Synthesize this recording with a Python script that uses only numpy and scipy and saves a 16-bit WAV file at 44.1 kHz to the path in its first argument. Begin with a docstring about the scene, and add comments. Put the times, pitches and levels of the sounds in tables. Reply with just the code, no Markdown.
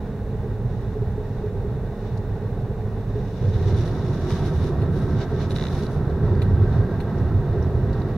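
"""Inside a car, microphone turned to the side window

A suburban road heard from the cabin, the speed drifting a little. Noise bands filtered to the resonances of body,
cabin, floor pan, tyres and glass make the road; struck modes make seams and dips. Midway a passenger turns the
microphone from the windscreen to the side window: most of the road grows louder. Shaped noise makes the clothing
rustle and snag; short squeaks make the seat creak; noise bursts and struck modes make trim tick and chink."""
import sys
import numpy as np
from scipy.fft import rfft, irfft
from scipy.io import wavfile
from scipy.ndimage import uniform_filter1d, map_coordinates

SR = 44100
rng = np.random.default_rng(int(sys.argv[2]) if len(sys.argv) > 2 else 0)


def transcribe(u):
    """Save the signal u as a 16-bit wav file named by the first command-line argument.

    u: samples, shape (n,) or (channels, n), limited to [-1, 1]; the rate is SR.
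    q: integer samples, one column per channel.
    """
    v = np.clip(np.atleast_2d(u).T, -1, 1)
    q = np.round(v * 32767).astype(np.int16)
    wavfile.write(sys.argv[1], SR, q)


N = 360297
TIME = np.arange(N) / SR  # s
FREQ = np.maximum(np.fft.rfftfreq(N, 1 / SR), 1)  # Hz
BLOW_LENGTH = SR // 4  # samples in each short sound
BLOW_TIME = TIME[:BLOW_LENGTH]

# Levels of layers and events are those ahead of the stereo tilt and the microphone's own response.
# Levels of modes and noise colours are relative within their sound.

# Where the microphone points. Each row: time in seconds, direction from 0 (windscreen) to 1 (side window).
MIC_DIRECTION = [(0, 0.038), (3.33, 0.11), (3.7, 0.79), (4.3, 0.99), (8.17, 0.84)]
# Speed of the car. Each row: time in seconds, share of cruising speed.
CAR_SPEED = [(0, 0.97), (2.7, 1), (4.3, 0.94), (6.7, 1.012), (8.17, 0.99)]
SPEED_LAW_DB = 32.5  # road noise gained per tenfold speed

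# Road layers at cruising speed: dB at the windscreen, dB at the side window.
SHAKE_DB, BOOM_DB, FLOOR_DB = (-34, -34.5), (-27.5, -26), (-35.5, -26.5)
DRONE_DB, ROAR_DB, WHINE_DB = (-38, -32.5), (-40, -35), (-75.5, -55)
SHAKE_SHARE = 0.46  # how far the body follows the boom's changes with the asphalt, in dB per dB

# The body on its springs. Each row: pitch in Hz, width in Hz, level in dB.
BODY_MODES = [(37.9, 5.3, 2.5), (20, 39, -13)]
# Resonances of the cabin air, of the floor pan, of the tyres, and of doors and glass in the roar.
# Each row: pitch in Hz, width in Hz, level in dB at the windscreen, level in dB at the side window.
CABIN_MODES = [(58.9, 8.1, -1.5, -23.5), (82.8, 25.3, -9, 0), (104.6, 15.1, 2, -1), (122.5, 16.7, -3, -8)]
FLOOR_PAN_MODES = [(146, 24.7, 2, 2), (186.2, 16.6, 4.5, -5.5), (209.7, 15, 2, -6.5),
                   (262.5, 39.6, -5.5, -11.5)]
TYRE_MODES = [(374.2, 52, -11, 4), (402, 35.5, -4, -2), (426, 56.6, 1, -6.5), (488, 29.5, -6.5, -5)]
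GLASS_MODES = [(672.5, 82, -5, 0.5), (832.6, 32, 2.5, -11), (934, 25, -6.5, -0.5), (1076, 117, -13.5, -6.5),
               (1309, 77, -22.5, -5), (1530, 130, -12, -15), (1861, 74, -15.5, -11.5)]
# Broad tread roar. Each row: frequency in Hz, noise density in dB per Hz.
ROAR_COLOUR = [(150, 3.5), (330, -0.5), (540, 0.5), (780, -2), (1000, -7.5), (1400, -14), (1900, -15),
               (2200, -25.5), (2900, -28.5), (3700, -23), (4600, -32.5), (5700, -34), (7200, -51),
               (15000, -47)]
# Rougher (+) and smoother (-) stretches of asphalt. Each row: start in seconds, length in seconds,
# change of the cabin boom in dB, of the floor pan in dB, of the tyre drone in dB.
ASPHALT_PATCHES = [(0, 0.22, -4.5, 2, -1), (0.987, 0.22, 1, 0, -3), (1.198, .33, -2, -0.5, 0),
                   (1.9, 0.19, -4.5, -1, -0.5), (3.15, 0.1, 2, 1, 0.5), (3.256, 0.14, -4, 0.5, -1.5),
                   (3.415, 0.44, 5.5, 0, 3), (4.157, 0.39, 0, 1, 1), (4.553, 0.081, 6.5, 0, 0),
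                   (4.723, 0.49, 2.5, 2.5, 1), (5.206, 0.072, -8, -4, -1), (5.58, 0.34, -1, -0.5, -1),
                   (6.06, .18, 1.5, 1.5, 0.5), (6.22, 0.61, 6.5, 1, 0.5), (7.01, 0.15, -2, -1, -2),
                   (7.196, 0.22, 5, -0.5, -1), (7.52, .4, 5, 0, 1)]
PATCH_EDGE_S = 0.025  # the time it takes to roll onto or off a patch
# Coarse and fine asphalt. Each row: peak in seconds, rise in seconds, fall in seconds, change of the roar in dB.
ROAR_SURGES = [(3.31, 0.035, 0.076, -1.5), (3.42, 0.028, 0.028, 2), (3.51, .03, .03, -2.5),
               (3.76, .04, .04, 1), (4.315, 0.038, .025, 3), (4.39, 0.017, .04, 1.5),
               (4.65, .05, 0.036, -0.5), (4.82, 0.068, .05, 1), (5.23, .04, 0.053, -0.5),
               (5.57, .04, 0.036, -2), (6.45, 0.032, 0.11, 1), (6.79, 0.11, 0.031, 1)]
# Whine of the tread pattern. Each row: peak in seconds, rise in seconds, fall in seconds, level in dB.
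WHINE_SWELLS = [(4.4, 0.27, .25, -56), (5.15, 0.25, 0.25, -49.5), (6.75, 0.64, 0.65, -50.5)]
# Narrow bands within the whine. Each row: pitch in Hz, width in Hz, level in dB.
WHINE_BANDS = [(1291, 25, -5), (1366, 38, -6), (1546, 32, 1.5), (1594, 26, 0.5)]
WHINE_WAVER, WHINE_FLUTTER_DB = 0.006, 1.6  # wander as a share of pitch; random swing of level

# Seams under the tyres, and dips in the road. Each row: start in seconds, peak level in dB, pitch in Hz.
SEAM_KNOCKS = [(.44, -28, 425), (.958, -23, 423), (1.02, -22, 420), (1.177, -21.5, 420), (1.438, -22, 417),
               (1.548, -25, 400), (1.646, -22.5, 412), (2.711, -24.5, 444), (3.152, -21.5, 417),
               (4.08, -24, 363), (4.695, -23, 388), (5.318, -21, 425), (6.135, -24, 382), (6.228, -21, 420),
               (6.326, -20, 393), (6.846, -24, 398), (7.554, -22, 400)]
DIP_THUDS = [(.633, -18, 118), (1.068, -18, 96), (1.68, -20, 116), (1.841, -17, 108), (2.13, -17, 108),
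             (3.44, -14.5, 94), (3.608, -14, 98), (3.73, -11, 89), (4.036, -17, 116), (4.307, -14, 100),
             (4.818, -15, 97), (6.233, -16, 97), (6.515, -13.5, 86), (6.594, -13, 96), (6.783, -14, 108),
             (7.345, -13, 96)]
# Modes of a seam knock and of a dip thud. Each row: multiple of the pitch, level in dB, t60 in seconds.
SEAM_RING = [(1, 1, 0.14), (.94, -9.5, 0.13), (1.16, -9.5, 0.039), (.52, -6.5, 0.05), (2.19, -18.5, 0.034)]
DIP_RING = [(1, 14.5, 0.17), (1.34, -9, 0.02)]

# Clothing over the seat, close by. Each row: peak in seconds, rise in seconds, fall in seconds,
# level of the rustle in dB, level of the fibres' sheen in dB.
CLOTH_STROKES = [(.8, 0.13, 0.19, -63, -88), (1.35, 0.13, 0.13, -62, -90), (2.08, 0.13, 0.088, -58, -84),
                 (3.75, 0.5, .42, -49.5, -71.5), (3.6, .06, .06, -57, -78), (3.69, .03, 0.032, -47.5, -70),
                 (3.78, 0.015, 0.057, -45.5, -64.5), (3.875, .02, .03, -53, -65),
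                 (4.2, 0.23, 0.18, -51, -71), (4.31, 0.045, 0.13, -43.5, -63),
                 (4.47, 0.079, 0.054, -46, -64), (4.57, 0.065, 0.058, -49.5, -67),
                 (4.665, 0.067, 0.051, -47.5, -64), (4.79, .08, .05, -61, -77),
                 (4.99, 0.075, 0.1, -51.5, -66), (5.12, .06, 0.077, -54, -76),
                 (5.218, 0.047, 0.033, -43.5, -71), (5.32, 0.066, 0.065, -54, -76),
                 (5.43, 0.067, 0.05, -46.5, -72), (5.51, 0.017, 0.027, -45, -60),
                 (5.565, 0.019, 0.018, -42.5, -60), (5.63, 0.066, 0.12, -47, -67),
                 (5.83, 0.16, 0.044, -46, -62.5), (5.93, 0.049, 0.05, -53, -67),
                 (6.745, 0.09, 0.062, -58, -83)]
# Colours of rustle and sheen. Each row: frequency in Hz, noise density in dB per Hz.
CLOTH_COLOUR = [(700, 0.5), (1500, 6.5), (2200, 2), (2600, -2.5), (3000, 2.5), (3800, 6.5), (4500, -3),
                (5750, -1), (7000, -12), (8100, -20.5), (15000, -33)]
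SHEEN_COLOUR = [(6000, -19), (8200, -6.5), (9400, -1.5), (11500, -5.5), (15000, -20)]
CLOTH_SPLIT_HZ, CLOTH_PATCHY_DB = 4700, 1.3  # the rustle flickers apart below and above this frequency
# Cloth jerking free. Each row: start in seconds, peak level in dB.
CLOTH_SNAGS = [(3.777, -34), (3.786, -36), (3.81, -37), (3.836, -37), (4.335, -36), (4.351, -35),
               (4.482, -37), (5.217, -33)]
SNAG_T60_S = 0.015

# Creaks of the seat. Each row: start in seconds, number of slips, base gap in seconds, peak level of the
# first slip in dB before scatter, fall in dB per slip.
SEAT_CREAKS = [(5.5076, 2, .0097, -26.5, 5), (5.5627, 1, .012, -22, 0), (5.5848, 8, .0123, -23.6, .5)]
SLIP_SLOWING_S, SLIP_JITTER_S = 0.00054, 0.0002  # each gap outlasts the one before; random timing
SLIP_SCATTER_DB, CREAK_RIGHT_DB = 0.8, 3  # random level; how much louder the squeak is on the right
SQUEAK_HZ, SQUEAK_S, SQUEAK_SUB_DB = 3770, 0.0022, -9  # mean pitch; length; the octave below
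SNAP_DB, SNAP_T60_S = -2, 0.016  # the snap, against the squeak's main tone
# Colour of the snap. Each row: frequency in Hz, noise density in dB per Hz.
SNAP_COLOUR = [(700, -3), (1800, 4), (2500, -1.5), (2900, 0), (4200, -3), (4900, -12), (6300, -9),
               (7300, -22), (12000, -34)]

# Plastic trim. Each row: start in seconds, peak level in dB, pitch in Hz, width in Hz, t60 in seconds.
TRIM_TICKS = [(2.173, -43, 4600, 2200, .04), (4.305, -30, 1500, 1200, .025), (5.834, -35, 4000, 1200, .02),
              (5.866, -33, 4150, 500, .008), (6.098, -45, 4000, 800, .03), (6.352, -45, 4400, 800, .012),
              (6.725, -43.5, 3600, 700, .03), (7.183, -48, 5500, 900, .02), (7.624, -45.5, 5550, 350, .06),
              (7.928, -39.5, 4000, 800, .07), (8.001, -47, 5750, 450, .02), (8.017, -42, 4000, 500, .02)]
CRACK_DB, CRACK_T60_S = -8, 0.025  # the broad crack of contact, against the tick
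# A small loose metal part. Each row: start in seconds, peak level in dB of the knock, of the bounce, of the chink.
METAL_CHINKS = [(4.817, -38.5, -45, -55.5), (6.4177, -32.5, -39, -48.5), (7.0015, -37, -38, -53)]
BOUNCE_S = 0.0035  # from knock to bounce
# Modes of its knock and of its chink. Each row: pitch in Hz, level in dB, t60 in seconds.
KNOCK_RING = [(1870, 3, .02), (2310, 1, .02), (2800, -1, .018), (3600, 1, .035), (4150, -1, .04)]
CHINK_RING = [(9300, 1, .05), (9340, -3, .045), (9910, -12, .04), (11900, -16, .07), (12200, -12, .07),
              (12400, -10.5, .07)]
KNOCK_CRACK_DB, KNOCK_CRACK_T60_S = -0.5, 0.055  # the broad crack of contact, against the knock
# Colour of that crack. Each row: frequency in Hz, noise density in dB per Hz.
KNOCK_CRACK_COLOUR = [(900, -4), (1900, 2), (2900, 1), (3500, 1), (4300, 0), (4900, -16), (6500, -15),
                      (7500, -21), (14000, -22)]

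# Ventilation and microphone hiss. Each row: frequency in Hz, noise density in dB per Hz.
HISS_COLOUR = [(500, 13.5), (2500, 13), (3700, 7.5), (4600, -6.5), (6300, 4), (7400, 0.5), (10000, -1),
               (13500, -2.5), (15600, 2)]

# Spread between the two microphone ports. Each row: frequency in Hz, side minus mid in dB.
PORT_WIDTH = [(60, -24), (300, -25), (700, -17), (1300, -12.5), (2400, -4.5), (4400, -2), (8000, -1.5),
              (15000, -12)]
# Balance of the ports. Each row: frequency in Hz, left minus right in dB.
PORT_BALANCE = [(700, -2), (1300, -1), (2400, -0.5), (4400, 0.5)]
# Microphone nulls. Each row: frequency in Hz, width in Hz, depth from 0 to 1.
MIC_NULLS = [(3210, 300, 0.99), (5020, 49, 0.8)]
TOP_HZ, EDGE_S = 15780, 0.004  # nothing passes above; fade at either end


def road():
    """All the rolling sound, shaken into the cabin through body, floor, tyres and glass."""
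    boom_db, floor_db, drone_db = asphalt()
    shake = body_shake(SHAKE_SHARE * boom_db)
    boom = steady(cabin(CABIN_MODES), 0.15) * rolling(BOOM_DB, boom_db)
    pan = steady(cabin(FLOOR_PAN_MODES), 0.25) * rolling(FLOOR_DB, floor_db)
    drone = steady(cabin(TYRE_MODES), 0.29) * rolling(DRONE_DB, drone_db)
    return shake + boom + pan + drone + tread_roar() + tread_whine()


def asphalt():
    """Decibels that the patches add to the cabin boom, the floor pan and the tyre drone."""
    total = 0
    for s, length, *layers_db in ASPHALT_PATCHES:
        on = np.clip(0.5 + np.minimum(TIME - s, s + length - TIME) / PATCH_EDGE_S, 0, 1)
        total = total + np.outer(layers_db, on)
    return total


def rolling(levels_db, rough_db=0):
    """Gain of a road layer: it follows speed, asphalt and the turn to the side window."""
    front_db, side_db = levels_db
    turn_db = curve(MIC_DIRECTION) * (side_db - front_db)
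    speed_db = SPEED_LAW_DB * np.log10(curve(CAR_SPEED))
    return undb(front_db + turn_db + speed_db + rough_db)


def cabin(modes):
    """Noise from the road texture drives each mode; its strength follows the microphone's direction."""
    turn = np.clip(curve(MIC_DIRECTION), 0, 1)
    total = 0
    for hz, width, front_db, side_db in modes:
        total = total + field(resonance(hz, width)) * undb(front_db + turn * (side_db - front_db))
    return total


def body_shake(rough_db):
    """The body rocks on its springs: noise through deep resonances."""
    gain = sum(undb(db) * resonance(hz, width) for hz, width, db in BODY_MODES)
    return steady(field(gain), 0.2) * rolling(SHAKE_DB, rough_db)


def tread_roar():
    """Broad tread noise rings doors and glass; it flutters at random and surges with the asphalt."""
    tread = cabin(GLASS_MODES) + field(colour(ROAR_COLOUR))
    tread = tread * undb(0.99 * walk(30))
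    surge_db = sum(db * swell(s, rise, fall) for s, rise, fall, db in ROAR_SURGES)
    return steady(tread, 0.34) * rolling(ROAR_DB, surge_db)


def tread_whine():
    """The tread pattern sings in narrow noise bands that waver in pitch and swell up and fade."""
    bands = sum(field(undb(db) * resonance(hz, width)) for hz, width, db in WHINE_BANDS)
    bands = waver(bands, WHINE_WAVER, rate=6) * undb(WHINE_FLUTTER_DB * walk(18))
    singing = sum(undb(db) * swell(s, rise, fall) for s, rise, fall, db in WHINE_SWELLS)
    return steady(bands, 0.27) * np.hypot(rolling(WHINE_DB), singing)


def bumps():
    """Seams ring the tyres; dips thud through the floor: decaying struck modes, equal at both ports."""
    out = np.zeros(N)
    for s, db, hz in SEAM_KNOCKS:
        add(out, s, ring(SEAM_RING, rise=0.004, scatter=0.006, pitch=hz), db)
    for s, db, hz in DIP_THUDS:
        add(out, s, ring(DIP_RING, rise=0.0082, scatter=0.0048, pitch=hz), db)
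    return out


def clothing():
    """With every stroke, fibres catch and let go in a grainy rustle with a thin sheen on top."""
    power = 0
    for s, rise, fall, rustle_db, sheen_db in CLOTH_STROKES:
        power = power + (undb([[rustle_db], [sheen_db]]) * swell(s, rise, fall)) ** 2
    rustle_level, sheen_level = np.sqrt(power)
    grain = undb(1.9 * walk(700) + 0.9 * walk(60))
    low = 1 / (1 + (FREQ / CLOTH_SPLIT_HZ) ** 8)
    cloth = 0
    for share in (low, 1 - low):
        cloth = cloth + field(colour(CLOTH_COLOUR) * np.sqrt(share)) * undb(CLOTH_PATCHY_DB * walk(45))
    rustle = steady(cloth * grain, 0.32) * rustle_level
    sheen = steady(field(colour(SHEEN_COLOUR)) * grain, 0.12) * sheen_level
    return rustle + sheen


def snags():
    """The cloth catches and lets go with a short rasp of decaying noise."""
    out, cloth = np.zeros((2, N)), field(colour(CLOTH_COLOUR))
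    for s, db in CLOTH_SNAGS:
        add(out, s, burst(cloth, s, SNAG_T60_S), db)
    return out


def creak():
    """The seat sticks and slips, singly or in slowing runs; each slip is a tiny squeak with a snap."""
    out, crackle = np.zeros((2, N)), field(colour(SNAP_COLOUR))
    sliding = np.sqrt(np.abs(np.sin(np.pi * np.minimum(BLOW_TIME / SQUEAK_S, 1))))
    for start, count, gap, first_db, fall_db in SEAT_CREAKS:
        for k in range(count):
            s = start + k * (gap + k * SLIP_SLOWING_S / 2) + SLIP_JITTER_S * rng.standard_normal()
            phase = 2 * np.pi * SQUEAK_HZ * (1 + 0.015 * rng.standard_normal()) * BLOW_TIME
            squeak = sliding * (np.sin(phase) + undb(SQUEAK_SUB_DB) * np.sin(phase / 2))
            # the left port hears it first
            ports = np.array([squeak * undb(-CREAK_RIGHT_DB), np.roll(squeak, shift=2)])
            slip = ports + undb(SNAP_DB) * burst(crackle, s, SNAP_T60_S)
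            add(out, s, slip, first_db - k * fall_db + SLIP_SCATTER_DB * rng.standard_normal())
    return out


def trim():
    """Dry ticks of plastic trim: a band of noise dies away, with a broad crack of contact."""
    out, crackle = np.zeros((2, N)), field(colour(SNAP_COLOUR))
    for s, db, hz, width, t60 in TRIM_TICKS:
        tick = field(resonance(hz, width))[:, :BLOW_LENGTH] * fade(t60, rise=0.0012)
        add(out, s, tick, db)
        add(out, s, burst(crackle, s, CRACK_T60_S), db + CRACK_DB)
    return out


def loose_metal():
    """A small loose metal part knocks on its mount, bounces once and chinks: struck modes and cracks."""
    out, blunt = np.zeros((2, N)), field(colour(KNOCK_CRACK_COLOUR))
    for s, knock_db, bounce_db, chink_db in METAL_CHINKS:
        for lag, db in ((0, knock_db), (BOUNCE_S, bounce_db)):
            knock = ring(KNOCK_RING, rise=0.0008, scatter=0.03)
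            add(out, s + lag, np.array([knock, np.roll(knock, shift=2)]), db)
            add(out, s + lag, burst(blunt, s + lag, KNOCK_CRACK_T60_S), db + KNOCK_CRACK_DB)
        chink = ring(CHINK_RING, rise=0.012, scatter=0.0005)
        add(out, s + BOUNCE_S, np.array([chink, np.roll(chink, shift=1)]), chink_db)
    return out


def air_hiss():
    """Ventilation and microphone hiss: coloured noise at a steady level."""
    return steady(field(colour(HISS_COLOUR)), 1.0) * undb(-60.5)


def undb(db):
    """Decibels to gain."""
    return 10 ** (np.asarray(db) / 20)


def curve(rows):
    """Second column of a table, joined by straight lines in time."""
    rows = np.asarray(rows, float)
    return np.interp(TIME, rows[:, 0], rows[:, 1])


def colour(points):
    """Gain at every frequency from (Hz, dB) points, joined along log frequency."""
    hz, db = np.transpose(points)
    return undb(np.interp(np.log(FREQ), np.log(hz), db))


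def resonance(hz, width):
    """Steep-sided resonance: a band-pass applied twice, about width Hz between half-power points."""
    return 1 / (1 + 1j * (FREQ / hz - hz / FREQ) * hz / (np.pi / 2 * width)) ** 2


def shape(x, gain):
    """Filter x by a frequency response."""
    return irfft(rfft(x) * gain, N)


def field(gain):
    """Coloured noise at both ports: alike in the bass, more diffuse higher up."""
    mid, side = rfft(rng.standard_normal((2, N)))
    return irfft(gain * (mid + side * colour(PORT_WIDTH) * np.array([[1], [-1]])), N)


def steady(x, span):
    """Hold the level near 1 over stretches of span seconds; faster flutter stays."""
    power = uniform_filter1d(x.mean(axis=0) ** 2, int(span * SR))
    return x / np.sqrt(uniform_filter1d(power, int(span * SR / 2)))


def walk(rate):
    """Random levels, rate of them a second, joined by straight lines; spread about 0.8."""
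    knots = rng.standard_normal(4096)
    return np.interp(TIME * rate % 4096, np.arange(4096), knots)


def swell(s, rise, fall):
    """A rounded swell that peaks at time s."""
    return np.exp(-((TIME - s) / np.where(TIME < s, rise, fall)) ** 2)


def waver(x, depth, rate):
    """Let the pitch of a steady sound wander, by reading it at an uneven pace."""
    place = np.cumsum(1 + depth * walk(rate))
    return np.array([map_coordinates(port, [place], order=3, mode="wrap") for port in x])


def add(out, s, sound, db):
    """Mix a short sound in at time s with the given peak level."""
    i = int(s * SR)
    scaled = sound * undb(db) / np.abs(sound).max()
    out[..., i:i + sound.shape[-1]] += scaled[..., :N - i]


def fade(t60, rise):
    """Envelope of a blow: a soft rise, then an exponential fall of 60 dB in t60 seconds."""
    return (1 - np.exp(-BLOW_TIME / rise)) * np.exp(-np.log(1000) * BLOW_TIME / t60)


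def ring(modes, rise, scatter, pitch=1):
    """Struck modes, scaled by the pitch and slightly detuned on every blow."""
    total = 0
    for hz, db, t60 in modes:
        detuned = pitch * hz * (1 + scatter * rng.standard_normal())
        total = total + undb(db) * fade(t60, rise) * np.sin(2 * np.pi * detuned * BLOW_TIME)
    return total


def burst(noise, s, t60):
    """A sharp, quickly dying piece of noise with peak 1."""
    piece = np.roll(noise, -int(s * SR), axis=1)[:, :BLOW_LENGTH] * fade(t60, rise=0.0002)
    return piece / np.abs(piece).max()


def scene():
    """Everything in the cabin; lows and mids lean to the right port, the treble slightly to the left."""
    handling = clothing() + snags() + creak()
    inside = road() + bumps() + handling + trim() + loose_metal() + air_hiss()
    tilt = np.sqrt(colour(PORT_BALANCE))
    return shape(inside, np.array([tilt, 1 / tilt]))


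def record(dry):
    """The microphone has two narrow nulls; the top is cut steeply and both ends are faded."""
    nulls = np.prod([1 - depth / (1 + 2j * (FREQ - hz) / width) for hz, width, depth in MIC_NULLS], axis=0)
    edges = np.clip(np.minimum(TIME, TIME[::-1]) / EDGE_S, 0, 1)
    return shape(dry * edges, nulls * np.clip((TOP_HZ - FREQ) / 50, 0, 1))


dry = scene()
out = record(dry)
transcribe(out)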